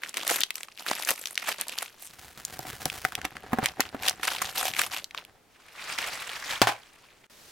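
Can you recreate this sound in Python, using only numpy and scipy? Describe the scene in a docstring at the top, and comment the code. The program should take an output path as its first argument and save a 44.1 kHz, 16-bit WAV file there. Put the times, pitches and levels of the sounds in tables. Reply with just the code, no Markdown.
"""A small quiet room, the microphone close to a foil sachet pulled open over a drinking glass.
The film creaks, snaps and crunches as its creases buckle; powder hisses and patters into the glass,
whose air rings. The pouch bumps the rim; empty, it is crumpled aside, further off. The glass lands
on a steel tray with two knocks, made of noise and ringing modes, and a thin stream of water starts."""
import sys
import numpy as np
from scipy import signal
from scipy.fft import rfft, irfft
from scipy.io import wavfile
from scipy.ndimage import uniform_filter1d

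SR = 44100
rng = np.random.default_rng(int(sys.argv[2]) if len(sys.argv) > 2 else 0)


def int16_out(signal):
    """Quantize to a 16-bit WAV file."""
    q = np.round(np.clip(np.atleast_2d(signal).T, -1, 1) * 32767)
    wavfile.write(sys.argv[1], SR, q.astype(np.int16))


N = 331411
TIME = np.arange(N) / SR


def from_db(db):
    """Decibels to amplitude."""
    return 10 ** (np.asarray(db) / 20)


def rms_one(x):
    """Scale to an RMS of 1."""
    return x / np.sqrt(np.mean(x ** 2) + 1e-20)


def gains(rows):
    """Level columns joined in time, silent outside their span."""
    s, *columns = np.transpose(rows)
    inside = (TIME >= s[0]) & (TIME <= s[-1])
    return [from_db(np.interp(TIME, s, c)) * inside for c in columns]


def swell(s, hold_s, rise_db_per_s, fall_db_per_s):
    """A gain that rises to 1 at time s, holds and falls away."""
    before_db = rise_db_per_s * (s - TIME)
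    after_db = fall_db_per_s * (TIME - s - hold_s)
    return from_db(-np.clip(np.maximum(before_db, after_db), 0, 200))


def clumps(per_s, spread_db):
    """A gain that swells and sinks at random, about per_s times a second."""
    levels = rng.standard_normal(N).clip(-2, 2)
    return from_db(spread_db * np.interp(TIME * per_s, np.arange(N), levels))


def add(out, s, sound):
    """Mix a sound into the stereo output at time s."""
    at = round(s * SR)
    out[:, at:at + sound.shape[-1]] += sound[..., :N - at]


def noise(size):
    """White stereo noise, nearly alike on both sides."""
    mid, side = rng.standard_normal((2, size))
    return rms_one(mid + from_db(-6.5) * side * [[1], [-1]])


def colour(x, spectrum):
    """Causal (minimum-phase) filter with this spectrum and unit power gain for white noise."""
    size = 4096
    hz, db = np.transpose(spectrum)
    grid = np.log(np.fft.rfftfreq(size, 1 / SR) + 1)
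    cepstrum = irfft(np.log(from_db(np.interp(grid, np.log(hz), db))))
    # folding the cepstrum forward makes the response causal
    cepstrum[1:size // 2] *= 2
    cepstrum[size // 2 + 1:] = 0
    response = irfft(np.exp(rfft(cepstrum)))[:size // 2]
    return signal.fftconvolve(x, response[None] / np.linalg.norm(response))[:, :x.shape[1]]


def dying(t, t60):
    """Exponential decay that reaches -60 dB after t60 seconds."""
    return from_db(-60 * t / t60)


def mode(t, hz, t60):
    """One struck resonance: a decaying sine."""
    return np.sin(2 * np.pi * hz * t) * dying(t, t60)


def ring(clicks, hz, cycles):
    """Each click rings at hz for some cycles (to -60 dB), with the same energy at every pitch."""
    r = from_db(-60 * hz / (cycles * SR))
    feed = np.sqrt(1 - r * r) * np.array([1, 0, -1])
    return signal.lfilter(feed, [1, -2 * r * np.cos(2 * np.pi * hz / SR), r * r], clicks + 1e-18)


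def burst(x):
    """Scale a short sound to the energy of one millisecond at level 1."""
    return x / np.sqrt(np.mean(np.sum(x ** 2, axis=-1)) * 1000 / SR)


# faint broadband tone of the room: pitch_hz, level_db (per Hz, relative)
ROOM_TONE = [(55, -22), (550, -22.5), (16000, -44)]


def room_tone():
    """Steady low-weighted noise of the quiet room, rising slightly over the first two seconds."""
    return from_db(np.interp(TIME, [0, 2], [-66, -62])) * colour(noise(N), ROOM_TONE)


def creases(per_s, spread_db, clump_db):
    """Tiny creases give way at random, in little avalanches."""
    born = rng.random(N) < per_s / SR
    heights = from_db(spread_db * np.minimum(rng.exponential(1, N), 3))
    sizes = born * heights * rng.choice([-1, 1], N)
    sizes = sizes * clumps(200, clump_db)
    # dividing by the local level keeps the crackle's loudness even
    local_power = np.abs(uniform_filter1d(sizes ** 2, size=1500))
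    return sizes / np.sqrt(local_power + np.mean(sizes ** 2) / 20)


def crackle(clicks, low_hz, high_hz, cycles, hiss_db):
    """Every crease rings a facet with a pitch of its own, over the hiss of sliding film."""
    pitches = np.geomspace(low_hz, high_hz, 20)
    dealt = rng.integers(0, len(pitches), N)
    clicks = clicks * (1 + 0.26 * rng.standard_normal(N) * [[1], [-1]])
    out = np.zeros((2, N))
    for k, hz in enumerate(pitches):
        # the folds favour ever-changing facets
        own_clicks = clicks * (dealt == k) * clumps(45, 5)
        # higher pitches are weighted up to even the power per Hz
        out += np.sqrt(hz) * ring(own_clicks, hz, cycles)
    return rms_one(rms_one(out) + from_db(hiss_db) * noise(N))


# the fingers squeeze the film: start_s, hold_s, strength_db, fine_db (fine creases against broad ones)
SQUEEZES = [(0.034, 0.052, -45.5, -7.5), (0.158, 0.26, -39, -6.5), (0.289, 0.06, -34.5, 3.5),
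            (0.558, 0.06, -51, 2.5), (0.798, 0.012, -47.5, -2), (0.875, 0.037, -34.5, -3.5),
            (0.959, 0.066, -41, -3.5), (1.085, 0.016, -31, 0.5), (1.17, 0.14, -50.5, 3.5),
            (1.392, 0.13, -44, -6), (1.49, 0.012, -32.5, -4.5), (1.601, 0.014, -37.5, -7.5),
            (1.688, 0.046, -43, -4.5), (1.782, 0.057, -41, -2.5), (2.025, 0.035, -54, 10),
            (3.633, 0.036, -36.5, -11), (3.816, 0.051, -46.5, -12), (4.039, 0.045, -34, -5.5),
            (4.244, 0.12, -36, -4), (4.417, 0.066, -38.5, -3.5), (4.562, 0.12, -33, -1.5),
            (4.772, 0.06, -32.5, -1), (4.926, 0.046, -37.5, -4), (5.174, 0.012, -43, -13)]
SQUEEZE_RISE_DB_PER_S, SQUEEZE_FALL_DB_PER_S = 591, 334
# between squeezes the held film keeps creaking faintly, until it is taken away
HELD_DB, HELD_FINE_DB, HELD_UNTIL_S = -61, -5, 5.0


def flexing():
    """How hard broad and fine creases are worked: the light hold plus every squeeze, added in power."""
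    held = from_db(HELD_DB) * swell(0, HELD_UNTIL_S, SQUEEZE_RISE_DB_PER_S, SQUEEZE_FALL_DB_PER_S)
    broad, fine = held ** 2, (from_db(HELD_FINE_DB) * held) ** 2
    for s, hold_s, db, fine_db in SQUEEZES:
        force = from_db(db) * swell(s, hold_s, SQUEEZE_RISE_DB_PER_S, SQUEEZE_FALL_DB_PER_S)
        broad = broad + force ** 2
        fine = fine + (from_db(fine_db) * force) ** 2
    return np.sqrt(broad), np.sqrt(fine)


# body of the broad creases: pitch_hz, level_db (per Hz, relative)
BROAD_CREASES = [(30, -38), (200, 6.5), (800, 5), (2600, 9), (5500, 2), (9000, -9)]
# sizzle of fine creases and sharp cracks: pitch_hz, level_db (per Hz, relative)
FINE_CREASES = [(500, -111), (3500, 10), (6500, 15.5), (12500, 14.5), (16000, 1.5)]
# the taut walls of the pouch drum along until it is open
DRUM_DB, DRUM_HZ, DRUM_CYCLES, OPEN_AT_S = -13, 330, 2.3, 0.96


def rustle():
    """Harder flexing breaks more creases a second; the same creases sound in every register."""
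    broad, fine = flexing() * clumps(60, 1.5)  # the film yields unevenly
    crease_rate = 220 + 5000 * (broad / broad.max()) ** .7
    clicks = creases(crease_rate, spread_db=5.5, clump_db=6.5)
    body = colour(crackle(clicks, 536, 5270, cycles=7.9, hiss_db=-3.5), BROAD_CREASES)
    sizzle = colour(crackle(clicks, 5530, 15600, cycles=24.0, hiss_db=-5.0), FINE_CREASES)
    drum = from_db(DRUM_DB) * (TIME < OPEN_AT_S) * rms_one(ring(clicks, DRUM_HZ, DRUM_CYCLES))
    return broad * (from_db(2.16) * rms_one(body) + drum) + fine * rms_one(sizzle)


# single buckles of the film, loud and faint: start_s, ring_level_db, ring_pitch_hz, crack_level_db
SNAPS = [(0.0352, -23.5, 1840, -44), (0.093, -29.5, 7200, -51), (0.1426, -28, 2280, -32),
         (0.278, -28, 5200, -15.5), (0.4064, -39.5, 4600, -17), (0.4347, -11.5, 3300, -40.5),
         (0.506, -20.5, 2350, -28), (0.5562, -32, 2590, -24.5), (0.6322, -29.5, 2410, -31),
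         (0.6842, -37, 1140, -66), (0.9138, -18.5, 750, -37), (1.024, -27, 3500, -29),
         (1.0496, -24.5, 6140, -35), (1.1065, -28, 1820, -13), (1.2568, -23, 3330, -28),
         (1.272, -26.5, 3640, -45), (1.3553, -30.5, 4170, -36), (1.377, -16, 2340, -36),
         (1.6121, -37, 3420, -16.5), (1.6832, -37, 4095, -26), (1.7864, -23.5, 3480, -24),
         (2.4507, -22, 6900, -23), (2.5911, -45, 890, -28), (2.8999, -23.5, 2500, -49),
         (3.0502, -12.5, 1400, -25), (3.122, -30.5, 1290, -39), (3.1526, -20, 2520, -26),
         (3.2155, -30, 1760, -41), (3.368, -30.5, 1510, -47), (3.659, -14, 2300, -15),
         (4.0956, -16, 5620, -22), (4.7374, -25, 2280, -42), (5.0433, -28, 4180, -35),
         (5.1096, -36, 2380, -66), (5.1472, -25.5, 1140, -61), (5.25, -42, 2620, -43)]


def snaps():
    """A facet pops through: a crack, a few cycles of the facet, a faint shiver around its pitch."""
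    out, t = np.zeros((2, N)), TIME[:SR // 20]
    for s, ring_db, hz, crack_db in SNAPS:
        facet = burst(ring(ring(t == 0, hz, 6), hz, 1.3))
        lean = from_db(rng.normal(0, 0.26) * np.array([[1], [-1]]))  # slightly to one side
        shiver = burst(ring(noise(len(t)) * dying(t, .016), hz, 2.5))
        crack_decay = dying(t, .0018) + from_db(-21) * dying(t, .014)
        crack = burst(colour(noise(len(t)) * crack_decay, FINE_CREASES))
        ringing = lean * facet + from_db(-2.5) * shiver
        add(out, s, from_db(ring_db) * ringing + from_db(crack_db) * crack)
    return out


# a whole fold collapses: start_s (the peak), ring_level_db, ring_pitch_hz, crack_level_db
CRUNCHES = [(0.172, -19, 2410, -21.5), (0.295, -14.5, 1990, -29), (0.315, -16.5, 700, -27),
            (1.474, -22.5, 1490, -29.5), (1.826, -24.5, 1020, -25), (2.857, -21.5, 3000, -17),
            (3.181, -34, 1010, -55), (3.251, -17.5, 2060, -26), (3.639, -21, 1190, -30),
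            (3.806, -11.5, 1600, -11.5), (4.080, -10, 2780, -17), (4.2332, -17.5, 1750, -26.5),
            (4.278, -14, 1480, -22), (4.4195, -16, 1140, -18.5), (4.794, -11.5, 1813, -16),
            (5.987, -17.5, 2180, -49)]
CRUNCH_T60_S, CRUNCH_FACETS_OCTAVES = 0.026, 0.54  # facets spread this far either way


def crunches():
    """A run of buckles swells and dies within milliseconds and rings several facets of unlike size."""
    out, t, lead_s = np.zeros((2, N)), TIME[:SR // 16], .012
    for s, ring_db, hz, crack_db in CRUNCHES:
        run = dying(np.maximum(t - lead_s, 2 * (lead_s - t)), CRUNCH_T60_S)
        pitches = hz * 2 ** (CRUNCH_FACETS_OCTAVES * np.linspace(-1, 1, num=5))
        # single buckles make the run uneven
        run = run * from_db(6 * np.interp(t * 1500, np.arange(len(t)), rng.standard_normal(len(t))))
        facets = burst(sum(burst(ring(noise(len(t)) * run, min(f, SR / 3), 5.2)) for f in pitches))
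        crack = burst(colour(noise(len(t)) * run ** 2, FINE_CREASES))
        add(out, s - lead_s, from_db(ring_db) * facets + from_db(crack_db) * crack)
    return out


# a whole wall of the pouch flips outward: start_s, level_db
FLIPS = [(0.913, -25.5), (1.106, -25)]
FLIP_T60_S = 0.029
# soft film against fingers or glass: pitch_hz, level_db (per Hz, relative)
SCUFF = [(35, -12.5), (260, 10.5), (1500, 3), (5000, -23)]


def flips():
    """As the pouch is pulled open its walls flip with a soft, low thump."""
    out, t = np.zeros((2, N)), TIME[:SR // 10]
    for s, db in FLIPS:
        add(out, s, from_db(db) * burst(colour(noise(len(t)) * dying(t, FLIP_T60_S), SCUFF)))
    return out


# powder sliding into the hand-held glass: start_s, level_db
POUR = [(2.1, -62), (2.4, -49), (2.9, -47), (4.7, -51), (5.4, -68)]
# powder falling into the glass: pitch_hz, level_db (per Hz, relative)
POWDER = [(25, -21), (60, 5.5), (300, -2), (900, -6), (1700, -2), (2400, -9), (16000, -33)]
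LUMPS_PER_S, LUMP_T60_S, LUMP_RING_DB = 55, 0.068, -7
# while the pouch is tipped, powder hisses over the film
SLIDE_AT_S, SLIDE_HOLD_S, SLIDE_DB, SLIDE_RISE_DB_PER_S = 2.673, 0.42, -45, 18
# powder over film: pitch_hz, level_db (per Hz, relative)
SLIDE = [(300, -13.5), (2000, 4.5), (16000, -4.5)]
GLASS_AIR_HZ, GLASS_AIR_T60_S = 756, 0.044
GLASS_AIR_CYCLES = GLASS_AIR_HZ * GLASS_AIR_T60_S


def powder():
    """Powder hisses over the film and drops in spurts; lumps patter and ring the air in the glass."""
    drops = (rng.random(N) < LUMPS_PER_S / SR) * rng.uniform(0.32, 1, N)
    spurts = .5 + rms_one(signal.fftconvolve(drops, dying(TIME[:SR // 10], LUMP_T60_S))[:N])
    grains = rms_one(noise(N) + 2 * rms_one(creases(1000, spread_db=5, clump_db=2)))
    patter = rms_one(spurts * colour(grains, POWDER))
    air = from_db(LUMP_RING_DB) * rms_one(ring(drops, GLASS_AIR_HZ, GLASS_AIR_CYCLES))
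    tipped = swell(SLIDE_AT_S, SLIDE_HOLD_S, SLIDE_RISE_DB_PER_S, SQUEEZE_FALL_DB_PER_S)
    slide = from_db(SLIDE_DB) * tipped * rms_one(spurts * colour(grains, SLIDE))
    return gains(POUR)[0] * (patter + air) + slide


# the sachet hangs over the glass between these times
OVER_GLASS_FROM_S, OVER_GLASS_TO_S, HOLLOW_DB = 2.4, 5.0, -22.5


def hollow(film):
    """Crinkling over the mouth of the glass sets the air inside ringing."""
    over = (TIME > OVER_GLASS_FROM_S) & (TIME < OVER_GLASS_TO_S)
    return from_db(HOLLOW_DB) * ring(film * over, GLASS_AIR_HZ, GLASS_AIR_CYCLES)


# sachet bumps the glass: start_s, thud_level_db, hollow_ring_level_db, thud_pitch_hz
BUMPS = [(2.593, -36, -33, 137), (2.651, -39, -31, 292), (2.733, -40, -51, 124), (2.858, -27.5, -26, 157),
                 (3.05, -34.5, -19, 138), (3.249, -33, -24.5, 293), (3.438, -44, -36, 416),
         (3.531, -18.5, -23, 237), (3.5856, -20, -15.5, 222), (3.628, -25, -26, 121),
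         (3.796, -25, -21.5, 261), (3.946, -28.5, -38, 275), (4.417, -55, -25, 330)]


def bumps():
    """The soft pouch brushes the rim, thuds on it and sets the air in the glass ringing."""
    out, t = np.zeros((2, N)), TIME[:SR // 10]
    for s, thud_db, ring_db, hz in BUMPS:
        scuff = from_db(thud_db) * burst(colour(noise(len(t)) * dying(t, 0.042), SCUFF))
        add(out, s - .011, scuff / 3)  # the brush just before the thud
        thud = from_db(5.5) * scuff - from_db(thud_db) * mode(t, hz, 0.058)
        add(out, s, thud + from_db(ring_db) * mode(t, GLASS_AIR_HZ, GLASS_AIR_T60_S))
    return out


# empty sachet crumpled further off: start_s, level_db (before an overall trim)
ASIDE = [(5.5, -65), (5.93, -30.5), (5.974, -36.5), (5.988, -29.5), (6.074, -31), (6.15, -34.5),
         (6.438, -35.5), (6.534, -26), (6.625, -46)]
# film heard from a distance: pitch_hz, level_db (per Hz, relative)
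FAR_FILM = [(80, -14.5), (450, -13), (1100, -6.5), (2400, -5.5), (16000, -26.5)]
# once let go, it slowly unfolds
UNFOLD_DB, UNFOLD_FALL_DB_PER_S = -53, 18


def far_sachet():
    """The empty sachet is crumpled aside in gritty flurries, then creeps open again on its own."""
    clicks = creases(5000, spread_db=3.8, clump_db=3)
    far_creases = crackle(clicks, 500, 13000, cycles=14.0, hiss_db=-2)
    let_go_s = ASIDE[-1][0]
    unfolding = from_db(UNFOLD_DB) * swell(let_go_s, 0, SQUEEZE_RISE_DB_PER_S, UNFOLD_FALL_DB_PER_S)
    crumpling = from_db(-4.0) * gains(ASIDE)[0]
    return (crumpling + unfolding) * clumps(90, 2.24) * colour(far_creases, FAR_FILM)


# glass lands on the tray: start_s, clack_level_db, thump_level_db, thump_pitch_hz, ring_level_db
LANDINGS = [(6.6168, -8.5, -4, 302, -30), (6.672, -32, -10.5, 716, -29.5)]
# glass base against steel: pitch_hz, level_db (per Hz, relative)
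CLACK = [(200, -15), (850, -2.5), (4500, -10), (16000, -25.5)]
# modes of the steel tray: pitch_hz, level_db (relative)
TRAY = [(822, 4), (1015, -2), (1535, -0.5), (2245, -6), (2510, -18)]
TRAY_T60_S = 0.19
# the glass rocks to rest with a rough, sinking note
SETTLE_AT_S, SETTLE_DB = 6.728, -39
SETTLE_FROM_HZ, SETTLE_TO_HZ, SETTLE_GLIDE_S = 930, 450, 0.023


def landings():
    """One edge of the base hits the tray, then the other; the steel rings and the glass rocks to rest."""
    out, t = np.zeros((2, N)), TIME[:SR // 2]
    for s, clack_db, thump_db, thump_hz, ring_db in LANDINGS:
        clack_decay = dying(t, 0.032) + from_db(-19) * dying(t, TRAY_T60_S)
        clack = colour(noise(len(t)) * clack_decay, CLACK)
        # the weight of the glass pushes the tray down; its floor drums
        thump = burst(ring(t == 0, thump_hz, 1.9))
        clack = clack + from_db(-18.5) * mode(t, 115.0, 0.24)
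        # the chattering base keeps exciting the steel
        chatter = noise(len(t)) * clumps(250, 3)[:len(t)] * dying(t, TRAY_T60_S)
        steel = 0
        for hz, db in TRAY:
            struck = rng.choice([-1, 1]) * mode(t, hz, TRAY_T60_S)
            steel = steel + from_db(db) * (struck + 0.8 * ring(chatter, hz, 9))
        knock = from_db(clack_db) * clack + from_db(thump_db) * thump
        add(out, s, knock + from_db(ring_db) * steel)
    sinking_hz = SETTLE_TO_HZ + (SETTLE_FROM_HZ - SETTLE_TO_HZ) * np.exp(-t / SETTLE_GLIDE_S)
    uneven = np.interp(t * 160, np.arange(len(t)), rng.standard_normal(len(t)))
    note = np.sin(2 * np.pi * np.cumsum(sinking_hz) / SR) * dying(t, TRAY_T60_S)
    add(out, SETTLE_AT_S, from_db(SETTLE_DB) * uneven * note)
    return out


# thin stream of water: pitch_hz, level_db (per Hz, relative)
WATER = [(5000, -6.5), (16000, -16)]


def water():
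    """A thin stream starts abruptly: noise, weaker towards the top, its level fluttering at random."""
    stream = gains([(7.298, -57), (7.52, -52)])[0]  # start_s, level_db
    return stream * clumps(140, 0.81) * colour(noise(N), WATER)


def room(x, t60, wet_db):
    """A small room answers with a short tail of decaying noise, different on each side."""
    t = TIME[:SR // 2]
    decay = rng.standard_normal((2, len(t))) * dying(t, t60) * (t > .004)
    tail = colour(decay, [(2500, -14.0), (14000, -13.5)])
    return x + from_db(wet_db) * signal.fftconvolve(x, tail / np.linalg.norm(tail[0]), axes=1)[:, :N]


def scene():
    """Near film and glass with the room's answer, then powder, far sachet, water and room tone."""
    film = rustle()
    near = film + snaps() + crunches() + flips() + hollow(film) + bumps() + landings()
    return room(near, t60=0.14, wet_db=-18.0) + powder() + far_sachet() + water() + room_tone()


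CUTOFF_HZ = 17000


def record(dry):
    """Short waves differ more between the capsules; the level dips briefly; peaks round, top is cut."""
    mid, side = (dry[0] + dry[1]) / 2, (dry[0] - dry[1]) / 2
    side = side + 0.57 * np.diff(side, prepend=0)
    dip = np.where((TIME > 7.267) & (TIME < 7.298), from_db(-17), 1)
    top = .72  # no peak passes this before the cut
    rounded = top * np.tanh(np.array([mid + side, mid - side]) * dip / top)
    return signal.sosfilt(signal.cheby2(14, 60, CUTOFF_HZ, fs=SR, output="sos"), rounded)


dry = scene()
out = record(dry)
int16_out(out)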